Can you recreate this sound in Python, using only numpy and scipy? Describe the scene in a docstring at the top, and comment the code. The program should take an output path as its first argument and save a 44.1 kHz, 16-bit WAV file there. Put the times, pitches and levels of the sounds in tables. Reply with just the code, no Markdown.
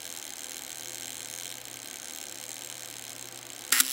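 """The clockwork self-timer of an old camera buzzes on a table in a quiet room, close to the microphone.
Its pallet rocks tick-tock over an uneven wheel: each contact rings the frame's modes and cracks as noise.
Then the shutter snaps open, a faster governor rattles through the exposure, the blades slam shut and the
governor runs back. Gears whirr and rush as shaped noise, the hollow body booms, a noise tail is the room's
answer; room noise, a wavering hum and fuzzy tones lie beneath."""
import sys
import numpy as np
from scipy import signal
from scipy.fft import rfft, irfft, next_fast_len
from scipy.io import wavfile
from scipy.ndimage import map_coordinates

SR = 44100
rng = np.random.default_rng(int(sys.argv[2]) if len(sys.argv) > 2 else 0)


def volts(x):
    """Linear amplitude factor 10**(x/20) for a level x in dB, scalar or array-like."""
    e = np.asarray(x, float) / 20
    return 10 ** e


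def int16_out(signal):
    """Quantize to a 16-bit WAV file."""
    q = np.round(np.clip(np.atleast_2d(signal).T, -1, 1) * 32767)
    wavfile.write(sys.argv[1], SR, q.astype(np.int16))


N = 172872

# timer frame modes, relative levels: mode_hz, tick_db, tock_db, t60_s
TIMER_MODES = [(1570, -19, -19, .035), (2200, -9, -13, .01), (3150, -4, -9, .009), (3850, -11, -6, .009),
               (4170, -15, -13, .028), (5450, -6, -7, .006), (6450, -2, -1, .008), (7580, -1, -5, .01),
               (8650, -5, -5, .007), (9550, -9, -5, .007), (10900, -12, -3, .005), (13200, -4, -5, .004),
               (14900, -3, -11, .003)]
# shutter plate modes, relative levels: mode_hz, governor_tick_db, governor_tock_db, blade_blow_db, t60_s
PLATE_MODES = [(1370, -10, -10, -3, .015), (1690, -9, -9, -8, .016), (1940, -7, -7, -7, .018),
               (2900, -6, -8, -8, .006), (3900, -8, -5, -5, .007), (5400, -6, -6, -6, .008),
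               (6150, -10, -9, -5, .008), (7550, -5, -1, 0, .01), (9700, -3, -5, -3, .006),
               (10700, -1, -6, -3, .005), (13400, -6, -6, -7, .004), (15100, -6, -4, -7, .004)]
# blade blows: start_s, level_db, chatter_s, low_modes_db
BLADE_BLOWS = [(3.7213, -19, .002, 0), (3.7238, -4.5, .0016, 6), (3.7260, -6, .003, 3),
               (3.8012, -1, .003, -6), (3.8040, -5, .002, -6), (3.8066, 1, .0015, -8)]
RELEASE_S = 3.7205
BEAT_JITTER_S, BEAT_SCATTER_DB = .0002, .9  # timer and governor


def along(points, hz):
    """Interpolates (Hz, value) points on a log frequency axis."""
    f, v = np.transpose(points)
    return np.interp(np.log(hz + 1), np.log(f + 1), v)


def wobble(knots_per_s):
    """A smooth random curve: a spline through normal draws."""
    knots = rng.standard_normal(int(N * knots_per_s / SR) + 4)
    return map_coordinates(knots, [np.arange(N) * knots_per_s / SR])


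def filtered(x, response):
    """x times a response of frequency."""
    m = next_fast_len(N + 8192)
    return irfft(rfft(x, m) * response(np.fft.rfftfreq(m, 1 / SR)), m)[..., :N]


def strike(times, level_db, hz, mode_db, t60, chatter_s, crack_db, count=3):
    """Contacts within a chatter time ring decaying modes (mode_db: strikes x modes) and crack as noise."""
    contact_rise_s, crack_t60_s, mode_scatter_db, late_loss_db = .0002, .007, 1.5, 14
    t = np.arange(SR // 20) / SR
    rise = 1 - np.exp(-t / contact_rise_s)
    decay = volts(-60 * t / np.asarray(t60)[:, None])
    shapes = rise * np.sin(2 * np.pi * np.outer(hz, t)) * decay
    signs = (-1) ** np.arange(len(hz))
    rings, cracks = np.zeros((2, N + 2 * len(t)))
    chatters = np.broadcast_to(chatter_s, len(times))
    for start, db, levels, lasts in zip(times, level_db, mode_db, chatters):
        gains = volts(levels + mode_scatter_db * rng.standard_normal((count, len(hz)))) * signs
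        # contact times as a share of the chatter; the first is at 0
        contact = np.arange(count)
        late = (contact + rng.random(count) / 2 * (contact > 0)) / count
        size = volts(db - late_loss_db * late)[:, None] / np.sqrt(count)
        ring = size * gains @ shapes / np.linalg.norm(gains, axis=1, keepdims=True)
        noise = rng.standard_normal((count, len(t)))
        crack = size * rise * volts(crack_db - 60 * t / crack_t60_s) * noise
        for k, after in enumerate(late * lasts):
            at = round((start + after) * SR)
            rings[at:][:len(t)] += ring[k]
            cracks[at:][:len(t)] += crack[k]
    # cracks take the colour of the mean mode levels
    mean_db = np.mean(mode_db, 0)
    low_hz = hz[0] / 2
    colour = [(low_hz, -40), *zip(hz, mean_db - mean_db.max())]
    rings = filtered(rings[:N], lambda f: 1 / (1 + (low_hz / (f + 1)) ** 4))
    return rings + filtered(cracks[:N], lambda f: volts(along(colour, f)))


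def timer():
    """Drag stretches the waits of each half turn by their shares; a beat after a long wait lands weaker."""
    # starts of the timer wheel's half turns, five beats each: start_s
    half_turns = [0.004, 0.0656, 0.1254, 0.1868, 0.2522, 0.3232, 0.3931, 0.4572, 0.5189, 0.5807, 0.6486,
                  0.7173, 0.783, 0.8462, 0.9063, 0.9713, 1.0319, 1.0933, 1.1546, 1.2184, 1.2852, 1.3509,
                  1.4097, 1.4675, 1.5245, 1.6022, 1.6828, 1.758, 1.8301, 1.9, 1.9697, 2.0448, 2.1085,
                  2.1739, 2.239, 2.3125, 2.3854, 2.4532, 2.5168, 2.5805, 2.6469, 2.7134, 2.78, 2.8469,
                  2.9114, 2.983, 3.0514, 3.1187, 3.1941, 3.2728, 3.3592, 3.4523, 3.5329, 3.6088, 3.6777,
                  3.7445]
    # ten beats of a turn: shortest_wait_ms to the next beat, drag_share of that wait
    beat_waits = [(12, 1), (11.7, .4), (12.3, 1), (10, .4), (11.7, 1.1), (10.7, .4), (13.7, 1.5),
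                  (10.5, .3), (11.8, 1.2), (10.5, .4)]
    # spring force on the pallet: time_s, level_db
    force = [(0, -25), (1.45, -23.5), (1.6, -25.5), (2.25, -24.5), (3.5, -26)]
    # dips in the timer's radiation: centre_hz, width_hz
    dips = [(11550, 350), (12250, 500)]
    # a tight spot in the train gathers the drag
    tight_at_beat, tight_every_beats, tight_width_beats, tight_extra_share = 25.2, 25.3, 1.8, 4
    loss_per_wait_doubling_db, usual_wait_s = 5.5, .013
    treble_fade_db_per_s, treble_over_hz = 0.5, 10000

    half = np.arange(len(half_turns) - 1) % 2
    least_ms, share = np.transpose(beat_waits).reshape(2, 2, 5)[:, half]
    least_s = least_ms / 1000
    beat = np.arange(share.size).reshape(share.shape)
    half_cycle = tight_every_beats / 2
    off = (beat - tight_at_beat + half_cycle) % tight_every_beats - half_cycle
    share = share * (1 + tight_extra_share * np.exp(-(off / tight_width_beats) ** 2))
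    drag_s = np.diff(half_turns) - least_s.sum(1)
    waits = (least_s + drag_s[:, None] * share / share.sum(1, keepdims=True)).ravel()
    times = half_turns[0] + np.append(0, np.cumsum(waits)[:-1])
    times = times + BEAT_JITTER_S * rng.standard_normal(len(waits))

    before = np.append(usual_wait_s, waits[:-1])
    db = np.interp(times, *np.transpose(force))
    db = db - loss_per_wait_doubling_db * np.log2(before / usual_wait_s)
    db = db + BEAT_SCATTER_DB * rng.standard_normal(len(times))
    hz, tick, tock, t60 = np.transpose(TIMER_MODES)
    sides = np.array([tick, tock])[np.arange(len(times)) % 2]
    sides = sides - treble_fade_db_per_s * np.outer(times, hz > treble_over_hz)
    runs = times < RELEASE_S
    beats = strike(times[runs], db[runs], hz, sides[runs], t60, chatter_s=0, crack_db=0, count=1)
    return filtered(beats, lambda f: np.prod([(f - c - .15j * w) / (f - c - .5j * w) for c, w in dips], 0))


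def gears():
    """Rubbing noise through the timer's modes, favouring longer-ringing ones, until the release."""
    level_db = -57
    hz, tick, tock, t60 = np.transpose(TIMER_MODES)[:, :, None]
    width_hz = np.log(1000) / np.pi / t60

    def modes(f):
        resonance = 1 / (1 + (2 * (f - hz) / width_hz) ** 2)
        return np.sqrt(np.sum(volts(tick + tock) * t60 ** 2 * resonance, 0))

    whirr = filtered(rng.standard_normal(N), modes)
    return volts(level_db) * whirr / whirr.std() * (np.arange(N) < RELEASE_S * SR)


def room(x):
    """A dying noise tail of unit energy, drawn anew every tenth of a second of sound."""
    # room decay: band_hz, t60_s
    decay = [(2000, 0.1), (8000, 0.058)]
    delay_s = .003
    step, out = SR // 10, np.zeros(N + SR)
    for a in range(0, N, step):
        hz, t, z = signal.stft(rng.standard_normal(SR // 4), SR, nperseg=128)
        fade = volts(-60 * t / along(decay, hz)[:, None])
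        tail = signal.istft(z * fade, SR, nperseg=128)[1]
        wet = signal.fftconvolve(x[a:a + step], tail / np.linalg.norm(tail))
        out[a + round(delay_s * SR):][:len(wet)] += wet
    return out[:N]


def air():
    """Steady shaped noise, a sine hum of wavering level and tones blurred by random sine and cosine gains."""
    # room noise spectrum, relative: band_hz, level_db
    spectrum = [(18, -40), (60, -12.5), (174, -14), (290, -2.5), (420, -9.5), (800, -3.5), (950, -11),
                (2000, -9.5), (5000, -14), (9000, -51.5), (16000, -19)]
    # hum level: time_s, rms_db
    hum_levels = [(.3, -68.5), (.45, -75), (.7, -67), (.8, -62.5), (1.8, -60), (1.95, -71), (2.25, -73.5),
                  (2.4, -63.5), (3.35, -59.5), (3.92, -72)]
    # fuzzy tones: pitch_hz, level_db, wander_knots_per_s
    fuzzy_tones = [(261.6, -65.5, 14), (356.2, -62, 20), (506.5, -61.5, 12)]
    noise_rms_db, hum_hz = -49, 120.3
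    noise = filtered(rng.standard_normal(N), lambda hz: volts(along(spectrum, hz)))
    t = np.arange(N) / SR
    hum_rms = volts(np.interp(t, *np.transpose(hum_levels)))
    out = volts(noise_rms_db) * noise / noise.std()
    out = out + np.sqrt(2) * hum_rms * np.sin(2 * np.pi * hum_hz * t)
    for hz, db, wander in fuzzy_tones:
        phase = 2 * np.pi * hz * t
        out = out + volts(db) * (wobble(wander) * np.sin(phase) + wobble(wander) * np.cos(phase))
    return out


def governor(run, level_db, low_db, returning):
    """A limping pallet strikes the plate; on the return it evens out, speeds up and grows."""
    tock_db, low_under_hz = -3.5, 2400
    limp_kept_per_beat, speed_up_s, growth_db_per_beat = .8, .000007, .5  # return run only
    start, tick_to_tock, tock_to_tick, beats = run
    hz, tick, tock, _, t60 = np.transpose(PLATE_MODES)
    k = np.arange(beats)
    is_tock = k % 2
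    limp = (tick_to_tock - tock_to_tick) / 2 * is_tock
    times = start + k * (tick_to_tock + tock_to_tick) / 2
    db = level_db + tock_db * is_tock
    if returning:
        limp = limp * limp_kept_per_beat ** k
        times = times - speed_up_s * k * k
        db = db + growth_db_per_beat * k
    times = times + limp + BEAT_JITTER_S * rng.standard_normal(beats)
    db = db + BEAT_SCATTER_DB * rng.standard_normal(beats)
    sides = np.array([tick, tock])[is_tock] + low_db * (hz < low_under_hz)
    return strike(times, db, hz, sides, t60, chatter_s=.001, crack_db=1.5)


def blades():
    """Blade blows ring the governor's plate in chattering contacts."""
    low_under_hz = 2400
    hz, _, _, blow, t60 = np.transpose(PLATE_MODES)
    start, db, chatter, low_db = np.transpose(BLADE_BLOWS)
    mode_db = blow + np.outer(low_db, hz < low_under_hz)
    return strike(start, db, hz, mode_db, t60, chatter, crack_db=10.5, count=6)


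def shutter():
    """Governor and blades share a plate; its low modes speak while the spring drives the governor."""
    # each governor run: first_beat_s, tick_to_tock_s, tock_to_tick_s, beats (count)
    driven_run = (3.7307, .0038, .00484, 17)
    return_run = (3.8191, .0081, .0072, 14)
    driven = governor(driven_run, level_db=-7, low_db=5.5, returning=False)
    back = governor(return_run, level_db=-15, low_db=-16, returning=True)
    return driven + back + blades()


def rush():
    """Band noise of the governor's gears: they race while the blades are open, then run on more softly."""
    driven_db, return_db, under_hz = -31, -37, 5000
    over_hz = PLATE_MODES[0][0]
    opened_s, shut_s = BLADE_BLOWS[1][0], BLADE_BLOWS[-1][0]
    t = np.arange(N) / SR
    noise = filtered(rng.standard_normal(N),
                     lambda f: 1 / (1 + (over_hz / (f + 1)) ** 2) / (1 + (f / under_hz) ** 2))
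    level = volts(np.where(t < shut_s, driven_db, return_db)) * (t > opened_s)
    return noise / noise.std() * level


def body():
    """The hollow camera body, knocked by the blades, rings two decaying sines: boom and knock."""
    # body modes, boom then knock: mode_hz, t60_s
    body_modes = [(261, 0.29), (400, 0.023)]
    # knocks: start_s, boom_db, knock_db
    thuds = [(3.7225, -39, -25), (3.803, -30.5, -31)]
    rise_s = 0.002
    out = np.zeros(N)
    for start, *levels in thuds:
        t = np.clip(np.arange(N) / SR - start, 0, None)
        rise = 1 - np.exp(-t / rise_s)
        for db, (hz, t60) in zip(levels, body_modes):
            out += rise * volts(db - 60 * t / t60) * np.sin(2 * np.pi * hz * t)
    return out


def scene():
    """The camera, its room and the air."""
    room_db = -14.5
    camera = timer() + gears() + shutter() + rush() + body()
    return (camera + volts(room_db) * room(camera) + air())[None]


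def roll_off(x):
    """The treble ends steeply here."""
    return signal.sosfilt(signal.butter(12, 16990, fs=SR, output="sos"), x)


def record(dry):
    """Gain control ducks with the smoothed power of the sound so far; then a steep treble cut."""
    knee_db, slope, memory_s, top_hz = -30, 0.74, 0.49, 15900
    keep = np.exp(-1 / (memory_s * SR))
    power = signal.lfilter([1 - keep], [1, -keep], dry ** 2)
    ducked = dry * (1 + power / volts(2 * knee_db)) ** (-slope / 2)
    mix = filtered(ducked, lambda hz: hz < top_hz)
    return roll_off(mix)


dry = scene()
out = record(dry)
int16_out(out)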